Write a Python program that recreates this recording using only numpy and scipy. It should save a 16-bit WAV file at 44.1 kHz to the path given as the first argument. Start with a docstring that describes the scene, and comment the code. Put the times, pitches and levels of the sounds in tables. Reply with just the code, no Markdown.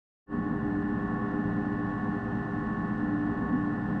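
"""A low, swelling drone fades in quickly: a milling machine running in its steel enclosure.
The coolant pump's vanes make the drone, and the turning spindle adds a singing overtone.
Motors and bearings whine in many slightly wavering tones over the hum and rumble of the panels,
which boom softly now and then. Coolant runs off the vice with a faint hiss."""
import sys
import numpy as np
from scipy import signal
from scipy.fft import rfft, irfft
from scipy.io import wavfile

SR = 44100
rng = np.random.default_rng(int(sys.argv[2]) if len(sys.argv) > 2 else 0)


def generate_wav(sig):
    """Save sig (samples, or channels by samples) to the path in sys.argv[1] as 16-bit PCM at SR."""
    pcm = np.round(np.clip(np.atleast_2d(sig).T, -1, 1) * 32767).astype(np.int16)
    wavfile.write(sys.argv[1], SR, pcm)


N = 176400


def pump():
    """The pump's vanes drone, swelling and sinking, over its shaft tones."""
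    # swell of the vane drone (time [s], level [dB])
    drone_level = [(.3, -38), (.75, -34.8), (1.18, -35.5), (1.6, -34.3), (2.0, -38.5), (2.25, -41),
                   (2.44, -45), (2.6, -38.5), (2.76, -48), (3.05, -33.3), (3.31, -29.5), (3.42, -40),
                   (3.52, -40), (3.56, -32.3), (3.72, -33.3), (3.84, -38), (4, -35.5)]
    # shaft tones (multiple of the turning rate, level [dB])
    shaft_tones = [(1, -54), (10, -59.5)]
    turn_hz, drone_order = 59.15, 5
    drone = tone(drone_order * turn_hz, curve(drone_level), flutter=0.09, flutter_hz=3.4)
    shaft = sum(tone(order * turn_hz, db, flutter=0.076, flutter_hz=0.86) for order, db in shaft_tones)
    return drone + shaft


def spindle():
    """The spindle holds its speed exactly: low tones, one singing overtone and a thin, high whistle."""
    # low spindle tones (multiple of the turning rate, level [dB])
    low_tones = [(1, -57.5), (3, -41)]
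    # swell of the singing overtone (time [s], level [dB])
    sing_level = [(.3, -43.5), (1.4, -42.5), (2.0, -47.5), (2.5, -44.5), (3.05, -51), (3.35, -45.5),
                  (3.8, -51), (4, -57)]
    # whistle tones (multiple of the turning rate, level [dB])
    high_tones = [(115, -98), (117, -90.5), (119, -103), (121, -101.5), (123, -97)]
    turn_hz, sing_order = 66.665, 6
    sing = tone(sing_order * turn_hz, curve(sing_level), flutter=0.03, flutter_hz=5)
    whistle = sum(tone(order * turn_hz, db, flutter=0.08, flutter_hz=8) for order, db in high_tones)
    body = sum(tone(order * turn_hz, db, flutter=0.28, flutter_hz=6.3) for order, db in low_tones)
    return sing + whistle + body


def enclosure():
    """The steel panels hum and rumble, and now and then boom softly."""
    # low hum of motors and panels (pitch [Hz], level before the swell [dB])
    hum_tones = [(33.5, -59), (101.6, -50), (105.3, -59.5), (109.9, -53), (119.6, -44), (152.9, -55),
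                 (166.7, -51), (171.2, -51), (176, -47), (216, -40), (233.7, -51.5), (237.8, -43),
                 (304.6, -49), (329.6, -55), (338, -63), (408.7, -53.5), (414.3, -60), (495.1, -63.5),
                 (500.4, -59.5), (509, -60.5)]
    # swell of the hum (time [s], gain [dB])
    hum_swell = [(.3, -4.5), (.55, -2.5), (.8, 0.5), (2.1, 0.5), (3.3, 0.5), (4, -0.5)]
    # panel rumble (frequency [Hz], level before the swell [dB per Hz])
    rumble_spectrum = [(10, -81), (33, -66.5), (45, -71.5), (58, -62), (82, -72.5), (125, -68), (170, -57),
                       (235, -58), (275, -64.5), (300, -57), (350, -74), (385, -78.5), (410, -70.5),
                       (445, -78), (505, -72), (580, -82)]
    # swell of the rumble (time [s], gain [dB])
    rumble_swell = [(.3, 1.5), (.6, 2), (.8, -1), (1.45, 0), (1.8, -1), (2.7, -1), (3.05, -1), (3.4, 5),
                    (3.7, 0), (4, 1.5)]
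    # panel booms (time [s], pitch [Hz], level at the crest [dB], half length [s])
    booms = [(.386, 200, -28.5, .008), (.511, 200, -27.5, .009), (.538, 205, -27, .004),
             (.632, 185, -24.5, .004), (1.085, 211, -29, .007), (2.097, 187, -27, .004),
             (3.43, 235, -28.5, .01), (3.543, 250, -24.5, .022), (3.748, 214, -27, .004),
             (3.936, 220, -28, .011)]
    hum = sum(tone(hz, db, flutter=0.27, flutter_hz=2.8) for hz, db in hum_tones)
    rumble = noise(rumble_spectrum, ripple_db=2.5, ripple_hz=5)
    panels = amp(curve(hum_swell)) * hum + amp(curve(rumble_swell)) * rumble
    for at, hz, db, half_length in booms:
        envelope = np.exp(-((clock() - at) / half_length) ** 2)
        panels += tone(hz, db, flutter=0.04, flutter_hz=30) * envelope
    return panels


def drive():
    """The drive's whine and the throbbing bearings share one slight wander in speed, over a whirr."""
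    # whine of the drive (pitch [Hz], level before the swell [dB])
    whine = [(625.8, -67.5), (681.3, -66), (714.8, -59), (733.8, -52), (748.1, -59.5), (752.4, -65.5),
             (781.5, -55.5), (834.3, -61.5), (901.2, -68), (906.3, -57), (917.9, -71.5), (934.5, -70),
             (1020, -67), (1030.5, -58.5), (1038.7, -58), (1057.6, -56.5), (1072.1, -54), (1077.7, -67.5),
             (1086.8, -63.5), (1136, -62.5), (1143.1, -70), (1150.5, -72), (1237.1, -58), (1243.9, -69),
             (1298.7, -70), (1304.7, -67), (1316.9, -68.5), (1333.2, -71.5), (1396.1, -60), (1452.4, -61),
             (1462.9, -60.5), (1481.6, -54.5), (1500.6, -69.5), (1631.1, -66), (1674.8, -66.5), (1704, -64),
             (1726.1, -61.5), (1753.5, -46), (1782.7, -69.5), (1820.2, -56.5), (1828.8, -73.5),
             (1839.1, -59.5), (1941.5, -62.5), (1970, -80.5)]
    # thin metallic overtones of the head (pitch [Hz], level before the swell [dB])
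    overtones = [(2110.9, -85), (2177.5, -87), (2199, -79), (2374, -91), (2502, -92), (2536, -78),
                 (2543.6, -87), (2553, -86), (2675.5, -75.5), (2702.8, -90), (2709, -85.5), (2767, -79),
                 (2796.5, -88), (2811, -83), (2825.6, -85.5), (2859, -84), (2881, -80.5), (2905, -88),
                 (2919.6, -89), (2950, -85), (3073.5, -85), (3183, -90), (3202, -91), (3251, -90),
                 (3607, -85)]
    # bearing tones (multiple of the ball-pass rate, level before the swell [dB],
    # throb depth [dB], throb rate [Hz], time of a crest [s])
    bearing_tones = [(3, -50.7, 2.1, 4.18, 1.15), (4, -47.6, 5.0, 1.28, 1.17), (5, -62.5, 1.2, 4.1, 1.1),
                     (6, -61.5, 1.2, 1.3, 1.2), (7, -67.5, 1.2, 4.1, 1.2), (8, -74, 1.2, 1.3, 1.1)]
    # bearing whirr in the head casting (frequency [Hz], level before trim and swell [dB per Hz])
    whirr_spectrum = [(630, -74.5), (720, -74), (860, -79.5), (905, -73.5), (980, -83), (1080, -79),
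                      (1180, -80.5), (1310, -81.5), (1500, -85.5), (1585, -96), (1650, -84), (1760, -78),
                      (1890, -95.5), (2180, -93), (2280, -106), (2500, -105), (2850, -96.5), (3000, -103)]
    # swell of the whole drive (time [s], gain [dB])
    swell = [(.3, -3.5), (.65, -1.6), (1.1, -0.5), (2.6, -0.5), (4, -.5)]
    ball_pass_hz, whirr_trim_db = 276.72, 0.32
    wander = 0.00011 * drift(0.56)  # as a fraction of the speed
    tones = sum(tone(hz, db, flutter=0.02, flutter_hz=9.5, wander_hz=hz * wander)
                for hz, db in whine + overtones)
    for order, db, throb_db, throb_hz, crest in bearing_tones:
        hz = order * ball_pass_hz
        throb = throb_db * np.cos(2 * np.pi * throb_hz * (clock() - crest))
        tones += tone(hz, db + throb, flutter=0.059, flutter_hz=4.3, wander_hz=hz * wander)
    whirr = amp(whirr_trim_db) * noise(whirr_spectrum, ripple_db=4, ripple_hz=2)
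    return amp(curve(swell)) * (tones + whirr)


def coolant():
    """Running coolant hisses softly, lifted for an instant by each small splash."""
    # coolant hiss (frequency [Hz], level before the swell [dB per Hz])
    hiss_spectrum = [(2300, -104), (3300, -100.3), (4000, -104.7), (4800, -110), (6000, -112),
                     (7200, -117.6), (8800, -120.4), (9600, -126), (10300, -135.8)]
    # swell of the hiss (time [s], gain [dB])
    swell = [(.3, -4.5), (.75, -2), (1.15, -1), (2.6, -0.3), (4, -1)]
    drops_per_s, decay_s, splash_depth = 270, 0.0016, 0.14
    drop_onsets = rng.random(N) < drops_per_s / SR
    drops = drop_onsets * np.minimum(rng.exponential(1, N), 3)
    splashes = 1 + splash_depth * signal.lfilter([1], [1, -np.exp(-1 / (decay_s * SR))], drops)
    hiss = noise(hiss_spectrum, ripple_db=2.5, ripple_hz=9.9)
    return amp(curve(swell)) * hiss * splashes / np.sqrt(np.mean(splashes ** 2))


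def tone(hz, db, flutter, flutter_hz, wander_hz=0):
    """A sine at an RMS level of db that flutters in strength and phase, and may wander in pitch."""
    phase = 2 * np.pi * (hz * clock() + np.cumsum(wander_hz * np.ones(N)) / SR + rng.random())
    strength = 1 + flutter * drift(flutter_hz)
    phase_wobble = flutter * drift(flutter_hz)
    return np.sqrt(2) * amp(db) * (strength * np.sin(phase) + phase_wobble * np.cos(phase))


def noise(spectrum, ripple_db, ripple_hz, skirt_db=150):
    """Shaped noise, rippled by narrow resonances; past the spectrum's ends it falls skirt_db an octave."""
    hz = np.fft.rfftfreq(N, 1 / SR) + 1
    points_hz, db = np.transpose(spectrum)
    octaves_outside = abs(np.log2(hz / np.clip(hz, points_hz.min(), points_hz.max())))
    level = np.interp(np.log(hz), np.log(np.sort(points_hz)), db) - skirt_db * octaves_outside
    bumps = np.interp(hz / ripple_hz, np.arange(len(hz)), rng.standard_normal(len(hz)))
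    ripple = amp(ripple_db * np.clip(bumps, -2, 2))
    ripple /= np.sqrt(np.mean(ripple ** 2))
    return irfft(rfft(rng.standard_normal(N)) * amp(level) * ripple, N) * np.sqrt(SR / 2)


def drift(rate_hz):
    """Slow random motion of unit size, up to about rate_hz."""
    t = np.linspace(0, N / SR, num=800)
    hz = np.fft.rfftfreq(2 * len(t), t[1])
    white = rfft(rng.standard_normal(2 * len(t)))
    slow = irfft(white / np.sqrt(1 + (hz / rate_hz) ** 4))[:len(t)]
    return np.interp(clock(), t, (slow - slow.mean()) / slow.std())


def curve(points):
    """A control curve, read at every sample."""
    return np.interp(clock(), *np.transpose(points))


def amp(db):
    """Decibels to gain."""
    return 10 ** (np.asarray(db) / 20)


def clock():
    """Time of every sample in seconds."""
    return np.arange(N) / SR


def scene():
    """All parts of the machine in mono, heard from inside the enclosure."""
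    return (spindle() + pump() + drive() + enclosure() + coolant())[None]


def record(dry):
    """A moment of silence and a quick fade-in, with the top treble cut away."""
    fade_start_s, fade_length_s, cutoff_hz = 0.26, 0.073, 10800
    fade = np.clip((clock() - fade_start_s) / fade_length_s, 0, 1) ** 1.87
    low_pass = signal.firwin(511, cutoff_hz, window=("kaiser", 9), fs=SR)
    return signal.oaconvolve(dry * fade, low_pass[None], "same")


dry = scene()
out = record(dry)
generate_wav(out)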